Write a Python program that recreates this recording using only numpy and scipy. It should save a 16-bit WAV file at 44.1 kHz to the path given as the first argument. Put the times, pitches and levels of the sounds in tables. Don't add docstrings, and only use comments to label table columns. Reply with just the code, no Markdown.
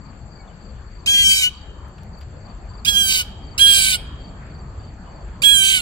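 import sys
import numpy as np
from scipy import signal
from scipy.fft import rfft, irfft
from scipy.io import wavfile
from scipy.ndimage import uniform_filter1d, minimum_filter1d

SR = 44100
rng = np.random.default_rng(int(sys.argv[2]) if len(sys.argv) > 2 else 0)


def transcribe(signal):
    frames = np.atleast_2d(signal).T
    limited = np.clip(frames, -1, 1)
    pcm = np.round(limited * 32767).astype(np.int16)
    wavfile.write(sys.argv[1], SR, pcm)


def natural_amplitude(level_db):
    exponent = np.asarray(level_db, float) / 20
    return 10 ** exponent


N = 256220


def at_hz(points, hz, column=1):
    points = np.array(points)
    return np.interp(np.log(np.maximum(hz, 1)), np.log(points[:, 0]), points[:, column])


def at_s(points, t):
    return np.interp(t, *np.transpose(points))


def rms_one(x):
    return x / np.sqrt(np.mean(x ** 2) + 1e-20)


def drift(rate, shape):
    t = np.arange(shape[-1]) * rate / SR
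    knots = rng.standard_normal((*shape[:-1], 400))
    whole = t.astype(int) % 399
    part = t % 1
    return knots[..., whole] * (1 - part) + knots[..., whole + 1] * part


def panned(x, pan_db):
    return np.array([x * natural_amplitude(pan_db / 2), x * natural_amplitude(-pan_db / 2)])


def resonance(x, hz, width_hz):
    r = np.exp(-np.pi * width_hz / SR)
    zeros = np.array([1, 0, -1]) * (1 - r * r) / 2
    return signal.lfilter(zeros, [1, -2 * r * np.cos(2 * np.pi * hz / SR), r * r], x)


def double_resonance(x, hz, width_hz):
    return resonance(resonance(x, hz, width_hz), hz, width_hz)


CHIP_S = .007


def controls(scream, voice, chip_hz):
    start, end, second_db, pan_db, turn = scream
    t = np.arange(start, min(end, (N - 1) / SR), 1 / SR)
    s, *columns = np.transpose(voice)
    pitch_hz, effort_db, ring_db, rasp_db = [np.interp(t, s, c) for c in columns]
    unsettled = np.clip(1 - (t - start - CHIP_S) / .01, 0, 1)
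    pitch_hz = pitch_hz + (chip_hz - pitch_hz) * unsettled
    rasp_db = rasp_db + (-11.0 - rasp_db) * np.sqrt(unsettled)
    effort_db = effort_db - 31 * np.clip(1 - (t - start) / 0.00073, 0, 1)
    shut_db = -20.5 * np.clip(1 - (end - t) / 0.02, 0, 1)
    clean_db = effort_db + shut_db - 10 * np.log10(1 + natural_amplitude(2 * rasp_db))
    fourth_db = effort_db + ring_db
    late_db = -14.5 * unsettled + shut_db
    second_db = second_db + 0.28 * (fourth_db - np.median(fourth_db)) + late_db
    return (t, pitch_hz, second_db, fourth_db + late_db, clean_db, clean_db + rasp_db,
            pan_db + turn * (t - start), unsettled)


def chaotic_swing(count, cycles):
    memory, beat_share = .62, .33
    own = rng.standard_normal((count, 500)) + 1j * rng.standard_normal((count, 500))
    own = signal.lfilter([np.sqrt(1 - memory ** 2)], [1, -memory], own)
    beat = rms_one(signal.lfilter([1], [1, .9, .9], rng.standard_normal(500)))
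    swing = np.sqrt((1 - beat_share) / 2) * own + np.sqrt(beat_share) * beat
    whole, part = cycles.astype(int), cycles % 1
    return swing[:, whole] * (1 - part) + swing[:, whole + 1] * part


# (time [s], slip [Hz], width [s])
PITCH_SLIPS = [(1.162, -16.5, 0.0083), (1.259, -9, 0.032), (2.951, -17.5, 0.017), (3.012, 8.5, 0.007),
               (5.493, -8.5, 0.017), (5.522, 18, .015)]
# (time [s], level [dB])
DOUBLING = [(1.12, -75.5), (1.14, -52), (1.235, -45.5), (1.27, -74), (3.65, -72), (3.67, -54.5),
            (3.77, -44.5), (3.8, -67)]
# (frequency [Hz], level [dB])
RASP_COLOUR = [(2000, 6.5), (3000, 5.5), (4500, 6.5), (5500, -3), (8500, -2), (14000, -4)]


def call(course, throat, lead_s, shake_db=4.0):
    t, pitch_hz, second_db, fourth_db, stack_db, rasp_db, pan_db, unsettled = course
    wobble_db = 4.5
    pitch_hz = pitch_hz + sum(hz * np.exp(-((t - at) / width) ** 2) for at, hz, width in PITCH_SLIPS)
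    chaos = np.clip(.12 + natural_amplitude(rasp_db - stack_db), 0, 2)
    steady = np.cumsum(pitch_hz * (1 + 0.00091 * drift(43.8, t.shape))) / SR
    cycles = steady + np.cumsum(pitch_hz * .008 * chaos * drift(160, t.shape)) / SR

    orders = np.arange(2, 27)[:, None]
    audible = orders * pitch_hz < .45 * SR
    phases = orders * cycles + rng.random(orders.shape)
    turns = audible * np.exp(2j * np.pi * phases) * np.sqrt(2)
    swing = chaotic_swing(len(orders), cycles)
    doubling = natural_amplitude(at_s(DOUBLING, t) + 15.5) * np.cos(np.pi * cycles)
    rasp_gain = natural_amplitude(rasp_db + 7.0 + wobble_db / 2 * drift(39.1, turns.shape))
    rasp = (turns * (rasp_gain * swing + doubling)).real.sum(0)

    second_gain = natural_amplitude(second_db + wobble_db / 3 * drift(30, t.shape))
    second = second_gain * np.sqrt(2) * np.cos(4 * np.pi * steady)
    shaken = 1 + natural_amplitude(shake_db + rasp_db - fourth_db) * swing[2]
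    ringing = np.sqrt(2) * np.exp(4j * np.pi * (steady + cycles))
    fourth_gain = natural_amplitude(fourth_db + wobble_db / 3 * drift(53, t.shape))
    fourth = panned(fourth_gain * (shaken * ringing).real, pan_db)

    chip = np.sin(np.pi * np.clip((t - t[0]) / (CHIP_S + .003), 0, 1))
    chip = chip * ((orders == 8) + .6 * (abs(orders - 8) == 2))
    odd_mute_db = -20 * unsettled * (orders % 2)
    others = ((orders != 2) & (orders != 4)) * natural_amplitude(odd_mute_db + 14 * chip)

    hz = np.fft.rfftfreq(len(t), 1 / SR)
    windpipe = 1 / (1 + (2080 / np.maximum(hz, 1)) ** 14)
    out = np.zeros((2, len(t)))
    for side in range(2):
        leaves = natural_amplitude(wobble_db * drift(29.5, turns.shape))
        stack = (others * turns.real * leaves).sum(0) * natural_amplitude(stack_db + 1.0)
        source = rfft(stack) + rfft(rasp) * natural_amplitude(at_hz(RASP_COLOUR, hz))
        coloured = source * windpipe * natural_amplitude(at_hz(throat, hz, column=1 + side)) + rfft(fourth[side])
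        late = -2j * np.pi * hz * lead_s * side
        low = rfft(second) * np.exp(late * 0.72)
        out[side] = irfft(coloured * np.exp(late) + low, len(t))
    return round(t[0] * SR), out


# (start [s], end [s], 2nd partial [dB], throat ring left-right at start [dB], head turn [dB/s])
SCREAMS = [
    (1.0598, 1.497, -38.5, 1, 12),
    (2.848, 3.233, -36.5, -11.5, 34),
    (3.5783, 3.974, -30.5, -7.5, 19),
    (5.419, 5.824, -33.5, -12, 18),
]
# (time [s], cycle rate [Hz], effort [dB], throat ring over effort [dB], rasp over clean partials [dB])
VOICE_1 = [(1.082, 796, -37, 23.5, 1), (1.109, 815, -33.5, 20, -13), (1.2, 808, -36, 22.5, -14),
           (1.27, 790.7, -30, 16.5, -22), (1.32, 781, -29.5, 17.5, -8), (1.402, 772.5, -32.5, 5.5, -5.5),
           (1.448, 736.5, -34.5, 20, -1.5), (1.478, 742, -47, 29.5, 3)]
VOICE_2 = [(2.871, 805, -37, 16, 5.5), (2.885, 831, -31, 18.5, -3), (2.92, 822, -39, 13, -15.5),
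           (2.97, 813, -36, 24.5, -16.5), (3.075, 780, -32, 11, -24.5), (3.095, 777, -31.5, 7.5, 0),
           (3.17, 765.4, -32.5, 9, 18), (3.214, 731, -38, 17, 13.5)]
VOICE_3 = [(3.6, 803, -36, 21, 5), (3.619, 815.5, -31, 22, -31), (3.653, 804.5, -33.5, 25.7, -16),
           (3.681, 816, -34.5, 25.5, -7.5), (3.788, 785.4, -27.5, 10.5, -9), (3.812, 775, -31, 5.4, -7),
           (3.912, 765.6, -33.5, 5.2, 3), (3.96, 721, -39, 15.6, 32.5)]
VOICE_4 = [(5.439, 823, -31.5, 15, 5), (5.46, 833, -23.5, 13.5, -15), (5.53, 812.4, -29.5, 16.7, -29.5),
           (5.607, 783, -28.5, 11.8, -34.5), (5.627, 779.5, -27.5, 12.6, -11),
           (5.712, 784.7, -29.5, 9.1, 3), (5.772, 752, -32, 15, 15), (5.797, 709.5, -39.5, 13, 38)]
CHIP_HZ = [622, 612, 665, 595]
# (frequency [Hz], left [dB], right [dB])
THROATS = [
    [(2130, 1, -5), (2360, -2, 4), (3660, -5, -2), (5300, -8.5, 0), (8000, 3.5, 3.5), (9000, -44, -1),
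     (11200, -11, -10.5), (15800, -11, -9)],
    [(2030, -4.5, -24), (2300, -4, 1), (4000, -5.5, -3.5), (4720, -16.5, 0), (7060, 4.5, 0.5),
     (8370, -7.5, -0.5), (11730, -17.5, -4.5), (15200, -16, -3.5)],
    [(2400, -1, 3), (4200, -1.5, 0), (4914, -19, 3.5), (5560, -3, -8), (7740, 7, -7), (7970, -21.5, 11.5),
     (11600, -23.5, -3.5), (15500, -28, -4)],
    [(2260, -3, 1), (4060, -8.5, -5), (5530, -20.5, -11), (6390, 2, -58), (7170, -25, 8), (7760, -10, 4),
     (10600, -31, -4), (15170, -19, -14)],
]
LEFT_LEADS_S = [0.0001687, 0.00022, 0.00024, 0.00021]


def jay():
    out = np.zeros((2, N))
    voices = (VOICE_1, VOICE_2, VOICE_3, VOICE_4)
    for scream, voice, chip_hz, throat, lead_s in zip(SCREAMS, voices, CHIP_HZ, THROATS, LEFT_LEADS_S):
        start, sound = call(controls(scream, voice, chip_hz), throat, lead_s)
        out[:, start:start + sound.shape[1]] += sound
    return out


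# (frequency [Hz], 60 dB decay [s])
WOOD_T60 = [(1000, 0.577), (2300, 0.47), (3100, 1.15), (4500, 0.55), (7000, 0.33), (12000, 0.22)]


def woodland(x, far_db=-22.5):
    t = np.arange(SR) / SR
    near = rms_one(natural_amplitude(-60 * t / .12))
    echo = natural_amplitude(-22) * near * rng.standard_normal((2, SR))
    edges = np.geomspace(900, 16000, 13)
    for low, high in zip(edges, edges[1:]):
        bandpass = signal.butter(2, [low, high], "band", fs=SR, output="sos")
        band = signal.sosfilt(bandpass, rng.standard_normal((2, SR)))
        decay = rms_one(natural_amplitude(-60 * t / at_hz(WOOD_T60, np.sqrt(low * high))))
        echo = echo + natural_amplitude(far_db) * band * decay
    return signal.fftconvolve(x[[1]], echo / np.sqrt(SR), axes=1)[:, :N]


def note(length_s, from_hz, to_hz):
    u = np.linspace(0, 1, round(length_s * SR))
    swell = np.sin(np.pi * u) ** .6
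    return swell * np.sin(2 * np.pi * np.cumsum(from_hz + (to_hz - from_hz) * u) / SR)


# (time [s], peak level [dB], stroke spacing [s])
CHIRPS = [(.012, -59.5, 0.037), (0.318, -54, 0.036), (0.611, -56.5, .039), (.917, -58.5, 0.036),
          (1.532, -54.5, 0.039), (2.131, -56, 0.04), (2.409, -54.5, 0.043), (2.694, -51, 0.043),
          (3.435, -49, .039), (4.202, -49.5, 0.037), (4.5, -51.5, .046), (4.795, -52, 0.04),
          (5.103, -54, 0.052)]
# (time [s], peak level [dB])
STRAYS = [(.2064, -71), (.866, -62), (1.9594, -64)]
# (time [s], left-right [dB])
CRICKET_PAN = [(0, 16), (2, 19), (2.4, 14), (5.8, -1)]


def cricket():
    out = np.zeros(N + SR)
    strokes = list(STRAYS)
    for s, db, gap in CHIRPS:
        strokes += [(s + k * gap, db - 2.5 * (k == 0)) for k in range(3)]
    for s, db in strokes:
        a, b = rng.standard_normal(2)
        stroke = note(0.03, 4720 + 25 * a, 4400 + 40 * b)
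        u = np.linspace(0, 1, len(stroke))
        catch = 1 - .7 * np.exp(-((u - .52) / .07) ** 2)
        gain = natural_amplitude(db + 3.0 + 2 * drift(190, stroke.shape))
        out[round((s - .004) * SR):][:len(stroke)] += gain * stroke * catch
    return panned(out[:N], at_s(CRICKET_PAN, np.arange(N) / SR))


# (time [s], crack level [dB], tick level [dB], crack frequency [Hz], crack 60 dB decay [s])
TWIGS = [
    (1.882, -66, -62, 3000, .01),
    (1.982, -50, -72, 2500, .05),
    (2.033, -52, -58, 4000, .012),
    (2.185, -70, -60, 3000, .01),
    (2.21, -46, -58, 2000, .12),
    (4.549, -45, -74, 1600, .006),
]


def twigs():
    out, t = np.zeros((2, N)), np.arange(4000) / SR
    for s, crack_db, tick_db, hz, t60 in TWIGS:
        noise = rng.standard_normal((2, len(t)))
        tick = natural_amplitude(tick_db - 60 * t / 0.031) * np.diff(noise[0], prepend=0)
        crack = 3 * double_resonance(natural_amplitude(crack_db - 60 * t / t60) * noise[1], hz, hz)
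        out[:, round(s * SR):][:, :len(t)] += tick + crack
    return out


# (time [s], length [s], from [Hz], to [Hz], level [dB])
FAR_NOTES = [(0.36, 0.096, 2290, 2210, -53.5), (.435, 0.027, 2900, 2960, -60),
             (0.476, .015, 3730, 3200, -54), (0.493, .03, 3010, 3000, -57), (.575, 0.037, 8500, 8600, -90),
             (4.693, 0.02, 1700, 2530, -86), (4.83, 0.085, 1800, 2500, -66), (5.035, .11, 2990, 2930, -62)]


def far_bird():
    out = np.zeros(N)
    for s, length_s, from_hz, to_hz, db in FAR_NOTES:
        piped = note(length_s, from_hz, to_hz)
        out[round(s * SR):][:len(piped)] += natural_amplitude(db - 2.5 + 4.6 * drift(87, piped.shape)) * piped
    return panned(out, 3.0)


def throb(counted, hz, width_hz, duty, level_db, pan_db):
    within = at_s(counted, np.arange(N) / SR) % 1
    gate = np.sin(np.pi * np.clip(within / duty, 0, 1))
    wing = rms_one(double_resonance(rng.standard_normal(N), hz, width_hz))
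    return panned(natural_amplitude(level_db + 1.5 * drift(4, (N,))) * gate * wing, pan_db)


# (time [s], count [strokes])
HIGH_THROB = [(.024, 0), (2.376, 31), (4.368, 57), (5.312, 69), (5.94, 77)]
LOW_THROB = [(.026, 0), (5.89, 67)]


def tree_crickets():
    high = throb(HIGH_THROB, hz=7450, width_hz=160, duty=.42, level_db=-63, pan_db=8.0)
    low = throb(LOW_THROB, hz=6230, width_hz=100, duty=.4, level_db=-72.5, pan_db=4.0)
    return high + low


# (frequency [Hz], width [Hz], level [dB])
CHORUS = [(4490, 400, -61.5), (7320, 450, -62.5), (6160, 210, -74)]


def chorus():
    out = np.zeros((2, N))
    for hz, width_hz, db in CHORUS:
        band = rms_one(double_resonance(rng.standard_normal((2, N)), hz, width_hz))
        out += panned(0.92, 0.63)[:, None] * natural_amplitude(db + 1.6 * drift(43, (2, N))) * band
    return out


# (frequency [Hz], density [dB per Hz])
AIR_SPECTRUM = [(15, -25.5), (30, -8.5), (62, -1), (100, -11), (180, -13), (230, -21), (500, -26.5), (1000, -27),
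                (1600, -33), (2500, -43),
                (4000, -51), (5600, -65), (8200, -63), (9000, -76)]
# (frequency [Hz], correlation [0-1])
LIKENESS = [(60, 0.95), (180, 1), (550, 0.69), (1650, 0.15), (4970, 0.12), (15000, 0.02)]
# (time [s], level [dB])
AIR_DB = [(0.0, -37), (0.31, -37), (0.47, -35.5), (0.9, -38), (1.15, -34.5), (1.45, -37.5), (3.66, -32.5),
          (3.69, -32.5), (5.81, -34.5)]
# (time [s], left-right [dB])
AIR_PAN = [(0, 5), (3.5, 1.5), (4.2, 1.2)]


def air(patchy_db=3.0):
    out, edges = 0, 14 * 2 ** np.arange(0, 9.6, .5)
    white = rng.standard_normal((2, 2, N + SR))
    for k, (low, high) in enumerate(zip(edges, edges[1:])):
        bandpass = signal.butter(3, [low, high], "band", fs=SR, output="sos")
        mid, side = signal.sosfilt(bandpass, white[k % 2])[:, SR:]
        hz = np.sqrt(low * high)
        alike = np.clip(at_hz(LIKENESS, hz), -1, 1)
        gain = natural_amplitude(at_hz(AIR_SPECTRUM, hz) + patchy_db * drift(14, (N,)))
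        out = out + gain * (np.sqrt(1 + alike) * mid + np.sqrt(1 - alike) * side * [[1], [-1]])
    t = np.arange(N) / SR
    return panned(natural_amplitude(at_s(AIR_DB, t)), at_s(AIR_PAN, t)) * rms_one(out)


def scene():
    bird = jay()
    foliage = signal.ellip(8, 1, 50, 8150, fs=SR, output="sos")
    background = signal.sosfilt(foliage, cricket() + tree_crickets() + chorus() + air())
    return bird + woodland(bird) + background + far_bird() + twigs()


def top_cut(x):
    return signal.sosfilt(signal.butter(12, 16150, fs=SR, output="sos"), x)


def record(dry):
    hissed = dry + natural_amplitude(-85) * np.diff(rng.standard_normal(dry.shape), prepend=0)
    room_left = np.minimum(1, .99 / (np.abs(hissed).max(0) + 1e-9))
    gain = uniform_filter1d(minimum_filter1d(room_left, size=89), size=45)
    treble_cut = signal.cheby2(14, 30, 16200, fs=SR, output="sos")
    mix = signal.sosfiltfilt(treble_cut, hissed * gain)
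    return top_cut(mix)


dry = scene()
out = record(dry)
transcribe(out)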